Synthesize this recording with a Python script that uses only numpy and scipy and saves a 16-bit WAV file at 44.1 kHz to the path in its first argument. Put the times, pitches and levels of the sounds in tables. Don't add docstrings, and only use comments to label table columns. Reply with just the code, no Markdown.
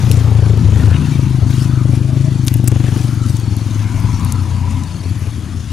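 import sys
import numpy as np
from scipy import signal
from scipy.fft import rfft, irfft
from scipy.io import wavfile
from scipy.ndimage import uniform_filter1d

SR = 44100
rng = np.random.default_rng(int(sys.argv[2]) if len(sys.argv) > 2 else 0)


def wav_out(sig):
    wavfile.write(sys.argv[1], SR, np.round(np.clip(np.atleast_2d(sig).T, -1, 1) * 32767).astype(np.int16))


N = 252252
TIME = np.arange(N) / SR


def near_engine():
    # time_s, firings_per_s
    speed = [(0.0, 29.7), (0.2, 28.21), (0.84, 25.93), (0.95, 29.22), (1.07, 29.67), (1.22, 25.71),
             (1.64, 25.84), (1.93, 24.88), (2.28, 26.79), (2.56, 24.16), (2.92, 24.67), (3.39, 22.72),
             (3.58, 21.31), (4.12, 20.86), (4.41, 19.8), (5.24, 18.48), (5.72, 18.54)]
    # time_s, level_db
    level_ride = [(0, -16.5), (.5, -14.5), (1.05, -15.5), (1.9, -13), (2.4, -15.5), (2.72, -12),
                  (3.15, -17), (4.1, -19), (4.8, -37.5), (5.1, -18.5), (5.72, -28)]
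    # pitch_hz, width_hz, gain_db
    bark_modes = [(178.5, 30, -20), (200, 23, -3.5), (250, 102, 5.5), (297.4, 19, -3), (340.2, 5.7, -1)]
    # frequency_hz, gain_db
    puff_eq = [(100, -30), (300, 12), (470, -1), (620, -4.5), (850, -6), (1200, -13.5), (3000, -14),
               (7000, -32), (14000, -46)]
    # delay_s, gain_db
    reflections = [(.0098, -18.5), (0.0186, -17.5)]
    cruise_pipe_hz, cruise_firings_per_s, cruise_db = 123.4, 25.15, -13.5
    rate, level_db = automation(speed), automation(level_ride)
    load, rasp_gain, rush_gain = labour()
    pipe_hz = cruise_pipe_hz * (rate / cruise_firings_per_s) ** .74 * (1 - .23 * load)
    boom_db = level_db + 6.5 * load
    bark_db = -24.5 + 1.22 * (level_db - cruise_db) - 4.5 * load
    pulses = firings(rate, uneven_db=.6, jitter_s=.00008)
    early_pulses = np.roll(pulses, -round(.005016 * SR))
    boom = ring(ring(-early_pulses, pipe_hz, width_hz=24.8), pipe_hz, width_hz=134)
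    boom = cut(cut(boom, 77.6, "highpass", order=4), 400, "lowpass", order=2)
    bark = sum(gain_of(db) * ring(-pulses, hz, width_hz) for hz, width_hz, db in bark_modes)
    bark = cut(cut(bark, 241, "highpass", order=3), 338.6, "lowpass", order=7)
    rasp = ring(ring(pulses, hz=401, width_hz=120), hz=408, width_hz=125)
    rasp = cut(rasp, 316, "highpass", order=3)
    valve = signal.lfilter([1], [1, -np.exp(-1 / (.011 * SR))], pulses)
    puff = coloured(unit_rms(valve) * rng.standard_normal(N), puff_eq, band_hz=(400, 8000))
    exhaust = gain_of(boom_db) * unit_rms(boom) + gain_of(bark_db) * unit_rms(bark)
    direct = exhaust + rasp_gain * unit_rms(rasp) + rush_gain * puff
    echoes = sum(gain_of(db) * np.roll(direct, round(delay_s * SR)) for delay_s, db in reflections)
    return direct + fade_in(start_s=2.44, length_s=1.4) * echoes


def labour():
    # start_s, end_s, load (about 1 when full), rasp_db, rush_db
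    bouts = [(-.03, .595, 0.9, -23.5, -39.5), (0.643, 0.936, 1.04, -30, -38), (1.413, 1.456, 1, -26, -41.5),
             (2.043, 2.312, 0, -40, -45.5), (2.695, 3.003, 0.1, -40, -35), (5.026, 5.092, .1, -31.5, -58),
             (5.2, 5.3, .05, -31.5, -48)]
    load, rasp, rush = np.zeros((3, N))
    for start, end, weight, rasp_db, rush_db in bouts:
        bout = gate(start, end, edge_s=.019)
        ramp_db = np.interp(TIME, [start, end], [-15, -5])
        load += weight * bout
        rasp += gain_of(rasp_db + ramp_db) * bout
        rush += gain_of(rush_db) * bout
    return load, rasp, rush


def far_engine():
    # time_s, firings_per_s
    speed = [(3.2, 33.51), (4.19, 30.98), (4.51, 30.8), (5.33, 28.54), (5.72, 29.29)]
    # time_s, level_db
    level_ride = [(3.2, -25), (3.6, -34), (4.1, -21), (4.8, -18), (5.05, -31), (5.5, -28), (5.72, -24)]
    # pitch_hz, width_hz, gain_db
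    pipe_modes = [(93, 17, 0), (123, 22, -5), (156, 35, -20), (250, 36, -17), (365, 45, -33)]
    pulses = firings(automation(speed), uneven_db=1.2, jitter_s=.00012)
    pipe = sum(gain_of(db) * ring(ring(pulses, hz, width_hz), hz, width_hz=90)
               for hz, width_hz, db in pipe_modes)
    pipe = cut(cut(pipe, 64, "highpass", order=5), 385, "lowpass", order=6)
    return fade_in(start_s=3.2, length_s=.8) * gain_of(automation(level_ride)) * unit_rms(pipe)


def firings(rate, uneven_db, jitter_s):
    due = np.flatnonzero(np.diff(np.floor(np.cumsum(rate) / SR), prepend=-1))
    size, lateness = rng.standard_normal((len(due), 2)).T
    fired = np.clip(due + (lateness * jitter_s * SR).astype(int), 0, N - 1)
    pulses = np.zeros(N)
    pulses[fired] = gain_of(uneven_db * size)
    return pulses


def leaves():
    # centre_s, length_s, swish_db, crackle_db
    shakes = [(0.037, 0.74, -42, -53), (0.822, 0.32, -42, -55), (1.105, 0.39, -42, -57),
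              (1.58, 0.29, -38.5, -53), (1.945, 0.12, -42.5, -59), (2.5, 0.17, -63, -52),
              (2.988, 0.53, -40, -55), (3.342, 0.22, -41, -55), (3.736, 0.33, -44, -58),
              (4.15, 0.94, -43.5, -59), (4.73, 0.16, -47, -64)]
    # frequency_hz, gain_db
    swish_eq = [(300, -27), (700, 3), (1500, 2.5), (2800, 2.5), (5000, -0.5), (6600, 1.5), (8000, -6.5),
                (10300, -3.5), (11400, -11), (12500, -26), (16000, -35)]
    # frequency_hz, gain_db
    crackle_eq = [(500, -11), (2000, -11), (6500, 1), (8000, 8), (10300, 9), (12000, 11), (15500, 5)]
    stir = gain_of(-.24 * TIME)
    swish_power, crackle_power = (gain_of(-42.5) * stir) ** 2, (gain_of(-62.5) * stir) ** 2
    for centre_s, length_s, swish_db, crackle_db in shakes:
        swish_power += (gain_of(swish_db) * swell(centre_s, length_s)) ** 2
        crackle_power += (gain_of(crackle_db) * swell(centre_s, length_s)) ** 2
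    sliding = patchy(slips(per_s=14000, spread_db=3), depth_db=2.5)
    swish = coloured(sliding, swish_eq, band_hz=(2500, 7000))
    catches = slips(per_s=5000, spread_db=4.5) * gain_of(1.5 * wander(60))
    crackle = coloured(catches, crackle_eq, band_hz=(12000, 15500))
    flutter = gain_of(1.24 * wander(45))
    return np.sqrt(swish_power) * flutter * swish + np.sqrt(crackle_power) * crackle


def brushes():
    # centre_s, length_s, level_db, centre_hz, width_octaves
    strokes = [(0.144, 0.12, -37, 6500, 0.98), (0.951, 0.056, -34, 2370, 0.28),
               (0.964, 0.091, -42, 1360, 0.57), (1.114, 0.44, -41.5, 2740, 0.48),
               (1.525, 0.08, -40, 3440, 0.51), (1.615, 0.13, -37.5, 5230, 0.77),
               (2.23, 0.076, -42, 5430, 0.6), (3.03, 0.15, -39.5, 5860, 0.51),
               (3.292, 0.16, -34.5, 6650, 0.68), (4.13, 0.15, -40, 6000, 0.2),
               (4.717, 0.042, -40.5, 7350, 0.97), (5.19, 0.53, -50, 11000, 0.088)]
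    return band_swells(strokes, patchy(slips(per_s=3300, spread_db=7.5), depth_db=7.5))


def slips(per_s, spread_db):
    size = gain_of(spread_db * np.minimum(rng.exponential(1, N), 4))
    return size * rng.choice([-1, 1], N) * (rng.random(N) < per_s / SR)


def snaps():
    # start_s, level_db, centre_hz, decay_s
    breaks = [(0.1127, -11.5, 9600, 0.0035), (.1145, -16.5, 2560, 0.0017), (0.575, -27, 4200, .0015),
              (1.505, -29, 1790, 0.0054), (2.45, -26, 11200, .001), (2.4668, -20, 11000, .001),
              (2.4722, -14, 10000, 0.0015), (2.481, -10, 3900, 0.0019), (2.482, -17, 1700, 0.0014),
              (2.4844, -20, 6400, 0.0012), (2.5405, -15, 11100, 0.0016), (2.57, -29, 12000, .001),
              (2.643, -27, 12000, .0015), (2.676, -7.5, 5800, 0.0011), (2.679, -26, 2290, .002),
              (2.680, -7, 11000, 0.0019), (2.717, -29, 6960, 0.0022), (2.978, -26, 11000, 0.00084),
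              (3.368, -27, 7000, 0.0023), (3.399, -25, 8600, 0.0013), (3.5666, -20.5, 11000, 0.00095),
              (4.0, -31, 11000, .002), (4.197, -27, 6920, 0.0018), (4.248, -19, 10000, 0.0012),
              (4.3227, -12, 7300, 0.0012), (4.836, -29, 5760, 0.0024)]
    size, lead = 4096, 64
    t, hz = np.arange(size) / SR, np.fft.rfftfreq(size, 1 / SR)
    tail = gain_of(-36) * np.exp(-t / .019)
    out = np.zeros(N + size)
    for start_s, db, centre_hz, decay_s in breaks:
        burst = rng.standard_normal(size) * (np.exp(-t / decay_s) + tail)
        peak = np.exp(-.5 * (np.log((hz + 1) / centre_hz) / .3) ** 2)
        shelf = .42 * hz / (hz + 900)
        colour = (peak + shelf) / np.sqrt(1 + (hz / 12500) ** 10)
        snap = irfft(rfft(np.roll(burst, lead)) * unit_rms(colour))
        start = max(round(start_s * SR) - lead, 0)
        out[start:start + size] += gain_of(db) * snap
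    return out[:N]


def road():
    # frequency_hz, gain_db
    wash_eq = [(20, 20.5), (45, 5), (90, 34), (250, 23), (450, 4), (800, 2), (1300, 1), (2000, -9),
               (4000, -10.5), (10000, -22), (16000, -52)]
    # time_s, level_db
    wash_ride = [(0, -36.5), (1, -39), (2.4, -43.5), (4.6, -42), (5.72, -47.5)]
    # frequency_hz, gain_db
    tyre_eq = [(500, -39), (820, 2), (985, 5), (1080, -0.5), (1300, -3), (1700, -34.5), (2150, -7.5),
               (2800, -9.5), (6000, -66)]
    # nearest_s, half_width_s, gain_db
    passes = [(.9, 0.18, -44.5), (1.75, 0.2, -51.5), (4.1, 0.24, -39.5), (4.68, 0.22, -41)]
    # centre_s, length_s, level_db, centre_hz, width_octaves
    hum_swells = [(.9, 0.42, -38, 1430, 0.28), (1.75, 0.38, -41, 1250, 0.2),
                  (2.18, 0.39, -41.5, 630, 0.088), (3.19, 0.56, -44, 1320, 0.12),
                  (3.9, .5, -44.5, 1520, .15), (4.04, 1, -47.5, 2260, 0.1), (4.278, 0.44, -39, 1210, 0.19)]
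    wash = coloured(patchy(rng.standard_normal(N), depth_db=3), wash_eq, band_hz=(500, 2000))
    roar = coloured(rng.standard_normal(N), tyre_eq, band_hz=(700, 1500))
    tread = unit_rms(ring(ring(rng.standard_normal(N), hz=995, width_hz=90), hz=995, width_hz=90))
    pass_power = sum((gain_of(db) / (1 + ((TIME - nearest_s) / half_width_s) ** 2)) ** 2
                     for nearest_s, half_width_s, db in passes)
    tyres = np.sqrt(pass_power) * (1.02 * roar + 1.2 * tread)
    hums = band_swells(hum_swells, patchy(rng.standard_normal(N), depth_db=5))
    return gain_of(automation(wash_ride)) * wash + tyres + hums


def cricket(wing_hz=4420, strokes_per_s=23):
    # start_s, end_s, gain_db
    trills = [(0.31, 0.79, -54), (1.372, 1.762, -49), (2.157, 2.524, -50.5), (3.334, 3.64, -46),
              (4.118, 4.43, -47.5), (4.855, 5.12, -46.5), (5.3, 5.336, -53)]
    beats = np.zeros(N)
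    for start, end, db in trills:
        wing_strokes = np.sin(np.pi * strokes_per_s * (TIME - start)) ** 2
        beats += gain_of(db) * gate(start, end, edge_s=.015) * wing_strokes
    pitch_hz = wing_hz + 130 * wander(300)
    return 2 * beats * np.sin(2 * np.pi * np.cumsum(pitch_hz) / SR)


def band_swells(rows, drive):
    out = np.zeros(N)
    for centre_s, length_s, db, centre_hz, octaves in rows:
        span = np.flatnonzero(abs(TIME - centre_s) < length_s / 2)
        hz = np.fft.rfftfreq(len(span), 1 / SR)
        peak = np.exp(-.5 * (np.log2((hz + 1) / centre_hz) / octaves) ** 2)
        colour = peak / np.sqrt(1 + (hz / 11000) ** 20)
        band = unit_rms(irfft(rfft(drive[span]) * colour, len(span)))
        out[span] += gain_of(db) * swell(centre_s, length_s)[span] * band
    return out


def patchy(x, depth_db):
    spectra = signal.stft(x, nperseg=1024, noverlap=768)[2]
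    patches = uniform_filter1d(rng.standard_normal(spectra.shape), size=5, axis=0)
    patches = unit_rms(uniform_filter1d(patches, size=12, axis=1))
    mottled = signal.istft(spectra * gain_of(depth_db * patches), nperseg=1024, noverlap=768)[1][:N]
    return unit_rms(mottled) * np.std(x)


def coloured(x, eq, band_hz):
    hz = np.fft.rfftfreq(N, 1 / SR)
    eq_hz, eq_db = np.transpose(eq)
    spectrum = rfft(x) * gain_of(np.interp(np.log(hz + 1), np.log(eq_hz), eq_db))
    in_band = (hz > band_hz[0]) & (hz < band_hz[1])
    return irfft(spectrum, N) / np.std(irfft(spectrum * in_band, N))


def ring(x, hz, width_hz):
    turn = np.exp(2j * np.pi * np.cumsum(hz * np.ones(N)) / SR)
    pole = np.exp(-np.pi * width_hz / SR)
    return (turn * signal.lfilter([1 - pole], [1, -pole], x / turn + 1e-18)).imag


def cut(x, hz, kind, order):
    return signal.sosfilt(signal.butter(order, hz, kind, fs=SR, output="sos"), x)


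def wander(rate_hz):
    hz = np.fft.rfftfreq(N, 1 / SR)
    return unit_rms(irfft(rfft(rng.standard_normal(N)) * np.exp(-(hz / rate_hz) ** 2), N))


def automation(points):
    return np.interp(TIME, *np.transpose(points))


def fade_in(start_s, length_s):
    return np.clip((TIME - start_s) / length_s, 0, 1)


def gate(start_s, end_s, edge_s):
    return np.clip(.5 + np.minimum(TIME - start_s, end_s - TIME) / edge_s, 0, 1)


def swell(centre_s, length_s):
    return np.cos(np.pi * np.clip((TIME - centre_s) / length_s, -.5, .5))


def gain_of(db):
    return 10 ** (np.asarray(db) / 20)


def unit_rms(x):
    return x / np.sqrt(np.mean(x ** 2) + 1e-20)


def scene():
    mono = near_engine() + far_engine() + leaves() + brushes() + snaps() + road() + cricket()
    return np.array([mono, mono])


def record(dry):
    ceiling, left_lean_db, cutoff_hz = .66, 7.5, 15700
    flattened = dry / (1 + (dry / ceiling) ** 16) ** (1 / 16)
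    sides = np.array([[gain_of(left_lean_db)], [1]])
    lowpass = signal.firwin(255, cutoff_hz, window=("kaiser", 8), fs=SR)
    return signal.oaconvolve(flattened * sides / sides.mean(), lowpass[None], "same")


dry = scene()
out = record(dry)
wav_out(out)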